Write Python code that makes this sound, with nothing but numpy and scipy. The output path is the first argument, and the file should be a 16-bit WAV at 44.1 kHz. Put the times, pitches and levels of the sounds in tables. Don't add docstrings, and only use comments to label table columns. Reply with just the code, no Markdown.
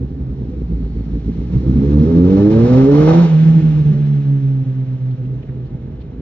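import sys
import numpy as np
from scipy import signal
from scipy.fft import rfft, irfft, next_fast_len
from scipy.io import wavfile
from scipy.ndimage import uniform_filter1d, minimum_filter1d, map_coordinates

SR = 44100
rng = np.random.default_rng(int(sys.argv[2]) if len(sys.argv) > 2 else 0)


def materialize(psi):
    bounded = np.clip(np.atleast_2d(psi).T, -1, 1)
    quanta = np.round(bounded * 32767).astype(np.int16)
    wavfile.write(sys.argv[1], SR, quanta)


N = 273856

# time in seconds, throttle opening from 0 to 1.
THROTTLE = [(0, 0.28), (1.45, 0.5), (1.85, 0.81), (2.3, 0.99), (3.16, 0.9), (3.36, 0)]
# time in seconds, raggedness from 0 to 1.
RAGGED = [(3.1, 0.94), (3.28, 0.4), (3.42, 0.5), (3.62, 0.9), (3.9, 0.98), (4.1, 0), (4.6, 0.1), (5.15, 0),
          (5.25, 0.75)]
SURGE_BRIGHTENS = 0.52


def exhaust_note(firing_hz, cycles, surge, idle_hz=61, waver_db=6.5, fade_db=1.5, dispersion=1.5):
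    # time in seconds, firing order in dB, its octave in dB.
    drone = [(0, -27, -28.5), (.42, -29, -27.5), (.7, -20, -32), (1.35, -21.5, -34.5), (1.7, -17.5, -19),
             (2.2, -15.5, -13), (2.7, -12, -10), (3.1, -6, -12), (3.3, -8, -33.5), (3.65, -11, -32),
             (4.05, -12.5, -44.5), (4.3, -12, -27.5), (5.2, -19, -37), (5.6, -27.5, -53.5),
             (6.21, -38, -43)]
    # frequency in Hz, gain in dB.
    standing_waves = [(70, -1.5), (77, 1.5), (82.5, -4.5), (88.5, 5), (95, -6.5), (104, 0)]
    # frequency in Hz, gain in dB.
    silencer = [(110, 1), (170, 5), (235, 0.5), (285, 3.5), (325, 0), (372, -9.5), (420, -.5), (450, -7.5),
                (480, -6), (545, -13.5), (615, -23.5), (760, -33), (1300, -58)]
    # time in seconds, dip of the firing order in dB, half width in seconds.
    stumbles = [(1.809, 8.5, 0.014), (2.136, 10, 0.023), (2.515, 12, 0.022), (2.685, 9, 0.019),
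                (3.141, 9.5, 0.0073), (3.285, 6, 0.023), (3.45, 7, 0.01), (3.615, 15.5, 0.0059),
                (3.838, 13.5, 0.012), (3.935, 11.5, 0.0097), (4.231, 7, .027), (4.414, 6.5, .02),
                (4.649, 16, 0.014), (4.737, 5.5, 0.033), (4.861, 10.5, .014), (4.985, 12, .022),
                (5.169, 20.5, .014), (5.463, 17.5, .03), (5.699, 13, 0.018)]
    boom_db, octave_db = curves(drone)
    closed = 1 - curves(THROTTLE)[0]
    roughness = 0.2 + curves(RAGGED)[0] * (0.22 + 0.45 * closed)
    tilt_db = -2.5 + 3 * np.log2(firing_hz / idle_hz)
    bark_db = passing_db(-40, throttle_db=30.87, falloff=0.61)
    leak_db = passing_db(-53, throttle_db=5.1, falloff=0.68)
    stumble_db = sum(db * bump(s, half) for s, db, half in stumbles)

    def order(k, unrest=1):
        lag = k ** 2 * (0.2 + dispersion * (firing_hz / 300) ** 2)
        shake = unrest * roughness
        phase = 2 * np.pi * k * cycles - lag + shake * wobble(24)
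        return np.sqrt(2) * np.cos(phase) * amp(waver_db * shake * wobble(28))

    boom = amp(boom_db + along(standing_waves, firing_hz) - stumble_db) * order(1, unrest=0.45)
    octave = amp(octave_db) * order(2)
    silenced = lambda k: amp(bark_db + along(silencer, k * firing_hz) + tilt_db * (k - 3))
    leaked = lambda k: amp(leak_db - 4 * (k - 4))
    bark = sum((silenced(k) + leaked(k)) * amp(fade_db * wobble(11)) * order(k) for k in range(3, 10))
    growl = amp(-16.5) * sum(silenced(k) * order(k, unrest=2.3) for k in (3.5, 4.5))
    imbalance_db = -27.5 + 15.5 * bump(4.0, 0.29)
    halves = order(1.5, unrest=1.5) + amp(-14.5) * order(2.5, unrest=0.5)
    halves += amp(-19) * order(0.5, unrest=1.5)
    halves *= amp(boom_db + imbalance_db)
    upper = (bark + growl) * surge ** SURGE_BRIGHTENS
    return surge * (boom + (octave + upper + halves) * amp(-0.25 * stumble_db))


def lope(half_s=0.041, sag_db=5.0):
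    # time of a surge in seconds, lift in dB.
    surges = [(.023, 8), (0.118, 5.5), (.215, 6), (.312, 6.5), (0.417, 6.5), (0.506, 6), (0.603, 7),
              (0.723, 7), (.838, 7), (.98, 7), (1.145, 7.5), (1.285, 7), (1.4, 6), (1.534, 5), (1.669, 4.5)]
    hunting = np.interp(clock(), [1.5, 1.8], [1, 0])
    return amp(sum(db * bump(s, half_s) for s, db in surges) - sag_db * hunting)


def burble(cycles, surge, jitter_cycles=0.22, bright_hz=310):
    # frequency in Hz, gain in dB.
    pipe_response = [(20, -56), (35, -28), (55, -18), (95, -21), (135, 7), (170, 0.5), (250, -2),
                     (310, -6.5), (420, -9.5), (500, -17.5), (600, -34.5), (900, -41), (1800, -71)]
    # frequency in Hz, relative level in dB.
    rumble_spectrum = [(20, -44), (35, -19), (48, -3), (64, -0.5), (85, 0.5), (110, -27), (300, -73.5)]
    evenness = 1 - curves(RAGGED)[0]
    burble_db = passing_db(-25.5, throttle_db=7.8, falloff=0.26) - 10 * evenness
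    rumble_db = passing_db(-29, throttle_db=3, falloff=0.037) - 19.5 * evenness
    turbulence = rng.standard_normal((2, N))
    firings = np.flatnonzero(np.diff(np.floor(cycles)) > 0)
    period = np.gradient(firings)
    excess, lateness = rng.standard_normal((2, N))[:, :len(firings)]
    onsets = np.clip(firings + jitter_cycles * lateness * period, 0, N - 1).astype(int)
    pulses = unit(np.bincount(onsets, np.tanh(excess) * np.sqrt(period), N))
    body = amp(burble_db) * unit(ring(pulses + 0.7 * turbulence[0], pipe_response))
    upper = filtered(body, lambda hz: 1 - 1 / (1 + (hz / bright_hz) ** 6))
    body += upper * (surge ** SURGE_BRIGHTENS - 1)
    rumble = amp(rumble_db) * unit(ring(turbulence[1], rumble_spectrum))
    return surge * (body + rumble)


def thuds(pipe_hz=143, low_hz=62, t60_s=0.12, attack_s=0.0018):
    # start in seconds, level in dB.
    late_burns = [(1.557, -4.5), (1.971, -7), (3.638, -20.5), (3.861, -12), (3.981, -17.5), (5.49, -19),
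                  (5.748, -15.5), (5.913, -20)]
    out = np.zeros(N)
    for start, db in late_burns:
        t = np.maximum(clock() - start, 0)
        modes = np.sin(2 * np.pi * pipe_hz * t) + amp(-13.5) * np.sin(2 * np.pi * low_hz * t)
        out -= amp(db - 60 * t / t60_s) * (1 - np.exp(-t / attack_s)) * modes
    return out


def gas_jet(cycles, puff_depth=0.046, closed_s=3.27):
    # frequency in Hz, relative level in dB.
    rasp_spectrum = [(200, -30), (450, 8), (640, 0.5), (820, 1.5), (1050, -7), (1250, -6), (1800, -17.5),
                     (2600, -26.5), (5000, -62), (9000, -100)]
    open_spectrum = [(900, -21.5), (1600, -3.5), (2200, 0.5), (2800, -3), (4200, -4.5), (4900, -8.5),
                     (5700, -8), (6800, -16.5), (7500, -19), (8300, -80)]
    closed_spectrum = [(900, -22), (1500, 0.5), (2000, -0.5), (2500, -0.5), (3000, -2), (4200, -8),
                       (5000, -12), (5800, -11.5), (6800, -17), (7500, -27.5), (8300, -75)]
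    # time in seconds, lift in dB.
    chuffs = [(1.555, 3), (3.101, 5)]
    puffing = unit(1 + puff_depth * np.cos(2 * np.pi * cycles))
    rasp_db = passing_db(-35, throttle_db=17.2, falloff=1.91)
    flow = np.hypot(amp(rasp_db), amp(-53))
    rasp = flow * amp(0.86 * wobble(30) + 1.2 * wobble(170)) * stereo_noise(rasp_spectrum)
    coasting = np.clip((clock() - closed_s) / 0.034 + 0.5, 0, 1)
    hiss = np.sqrt(1 - coasting) * stereo_noise(open_spectrum)
    hiss += np.sqrt(coasting) * stereo_noise(closed_spectrum)
    hiss *= amp(passing_db(-41.5, throttle_db=7, falloff=1.44) + 0.74 * wobble(45))
    thin_band = stereo_noise([(3300, -36), (4000, -4.5), (4450, 9), (5000, -35)])
    sizzle = amp(-66) * bump(0.91, 0.19) * thin_band
    chuff_db = sum(db * bump(s, half_s=0.032) for s, db in chuffs)
    return puffing * amp(chuff_db) * (rasp + hiss) + sizzle


def tailpipe(x, spacing_hz=427, reflection=0.079):
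    return filtered(x, lambda hz: 1 / (1 - reflection * np.exp(-2j * np.pi * hz / spacing_hz)))


def near_walls(x, count=8, echo_db=-17.5, latest_s=0.02):
    lags = (rng.uniform(0.1, 1, count) * latest_s * SR).astype(int)
    echoes = sum(np.pad(x, ((0, 0), (lag, 0)))[:, :N] for lag in lags)
    return (x + amp(echo_db) * echoes) / np.sqrt(1 + count * amp(echo_db) ** 2)


def house_fronts(x):
    # frequency in Hz, time to fall 60 dB in seconds.
    decay_times = [(100, 0.62), (500, 0.49), (4000, .2)]
    hz, t, spectra = signal.stft(rng.standard_normal((2, SR // 2)), SR, nperseg=256)
    decay = amp(-60 * t / along(decay_times, hz)[:, None])
    tail = signal.istft(spectra * decay, SR, nperseg=256)[1]
    return signal.fftconvolve(x[None], tail / np.linalg.norm(tail[0]), axes=1)[:, :N]


def shoe_scuffs():
    # time in seconds, level in dB, band centre in Hz, half width in seconds.
    scuffs = [(5.116, -59, 3516, 0.013), (5.433, -49.5, 2540, 0.0062), (5.493, -49, 1780, 0.0098),
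              (5.665, -58.5, 3900, 0.013), (6.015, -55.5, 3400, 0.013)]
    grit = rng.standard_normal((2, N)) * amp(2 * wobble(170))
    bandpass = lambda hz: signal.butter(3, [hz * 0.65, hz * 1.25], "band", fs=SR)
    band = lambda hz: unit(signal.lfilter(*bandpass(hz), grit))
    return sum(amp(db) * bump(s, half) * band(hz) for s, db, hz, half in scuffs)


def street():
    # frequency in Hz, relative level in dB.
    street_spectrum = [(25, -12), (60, 4.5), (200, -3), (500, -21.5), (620, -12.5), (800, -14), (1100, -28),
                       (1450, -24.5), (1900, -28), (2600, -32.5), (4000, -34.5), (7000, -59.5),
                       (8300, -100)]
    return amp(-44) * stereo_noise(street_spectrum)


def two_sides(x):
    # frequency in Hz, left minus right in dB.
    balance = [(50, -.5), (150, -2.1), (250, -1), (500, -3.2), (770, -3.5), (1200, .3), (2800, -.8),
               (6400, 0)]
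    # frequency in Hz, phase lead of the left in radians.
    lead = [(50, -.06), (150, -.26), (300, -.3), (520, -.6), (630, -1.2), (720, -3.4), (1000, -4.9),
            (1700, -5.7), (2700, -4.5), (3400, -4.3), (4000, -5.3), (4800, -3.9), (5800, -4.5),
            (7500, -3.7)]
    sides = np.array([[0.5], [-0.5]])
    return filtered(x, lambda hz: amp(sides * along(balance, hz)) * np.exp(1j * sides * along(lead, hz)))


def passing_db(coasting_db, throttle_db, falloff, nearest_s=3.243, half_s=0.47):
    spreading_db = -10 * np.log10(1 + ((clock() - nearest_s) / half_s) ** 2)
    return coasting_db + throttle_db * curves(THROTTLE)[0] + falloff * spreading_db


def stereo_noise(spectrum):
    # frequency in Hz, left-right correlation from 0 to 1.
    coherence = [(100, 1), (450, .8), (650, 0.12), (1100, 0.74), (1800, 0.75), (3400, 0.3), (6400, .8)]
    angle = lambda hz: np.arccos(along(coherence, hz)) / 2
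    response = lambda hz: amp(along(spectrum, hz)) * [np.cos(angle(hz)), np.sin(angle(hz))]
    mid, side = filtered(rng.standard_normal((2, N)), response)
    return unit(np.array([mid + side, mid - side]))


def ring(x, spectrum, size=8192):
    cepstrum = irfft(np.log(amp(along(spectrum, np.fft.rfftfreq(size, 1 / SR)))))
    response = irfft(np.exp(rfft(2 * cepstrum[:size // 2], size) - cepstrum[0]))
    return signal.fftconvolve(x, response)[:N]


def filtered(x, response):
    size = next_fast_len(N + SR // 2)
    return irfft(rfft(x, size) * response(np.fft.rfftfreq(size, 1 / SR)), size)[..., :N]


def wobble(rate, size=4096):
    t = np.linspace(0, N / SR, size)
    return np.interp(clock(), t, map_coordinates(rng.standard_normal(size), [t * rate], mode="mirror"))


def bump(centre_s, half_s):
    offset = (clock() - centre_s) / half_s
    return np.exp(-offset ** 2) * (np.abs(offset) < 4)


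def curves(rows):
    times, *columns = np.transpose(rows)
    return [np.interp(clock(), times, column) for column in columns]


def along(points, hz):
    freqs, values = np.transpose(points)
    return np.interp(np.log(hz + 1), np.log(freqs + 1), values)


def amp(db):
    return 10 ** (np.asarray(db) / 20)


def unit(x):
    return x / np.sqrt(np.mean(x ** 2) + 1e-20)


def clock():
    return np.arange(N) / SR


def scene():
    # time in seconds, firing rate in Hz.
    revs = [(0, 68), (.4, 64.96), (.8, 55.28), (1.32, 55.45), (1.5, 61.03), (1.7, 64), (1.95, 73.1),
            (2.2, 86.36), (2.52, 108.5), (2.85, 136.2), (3.07, 157.8), (3.22, 171.3), (3.36, 155),
            (3.5, 162.4), (3.8, 149.5), (4.7, 130.8), (5.2, 127.5), (6.21, 124.5)]
    firing_hz = curves(revs)[0] * (1 + 0.0033 * wobble(21))
    cycles = np.cumsum(firing_hz) / SR
    surge = lope()
    car = exhaust_note(firing_hz, cycles, surge) + burble(cycles, surge) + thuds()
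    fade = np.minimum(1, clock() / 0.004)
    car *= fade * fade[::-1]
    gas = near_walls(tailpipe(gas_jet(cycles) * surge ** 0.2))
    return two_sides(car + gas + street()) + amp(-30.5) * house_fronts(car) + shoe_scuffs()


def record(dry, ceiling=1.0, hold_s=0.0079, top_hz=7800, whistle_hz=12000, whistle_db=-68):
    needed_gain = np.minimum(1, ceiling / (np.abs(dry).max(axis=0) + 1e-9))
    span = int(hold_s * SR)
    limited = dry * uniform_filter1d(minimum_filter1d(needed_gain, 2 * span), span)
    dull = filtered(limited, lambda hz: np.clip((top_hz - hz) / 400, 0, 1))
    carrier = np.cos(2 * np.pi * whistle_hz * clock())
    return filtered(dull * (1 + amp(whistle_db) * carrier), lambda hz: hz < 15000)


dry = scene()
out = record(dry)
materialize(out)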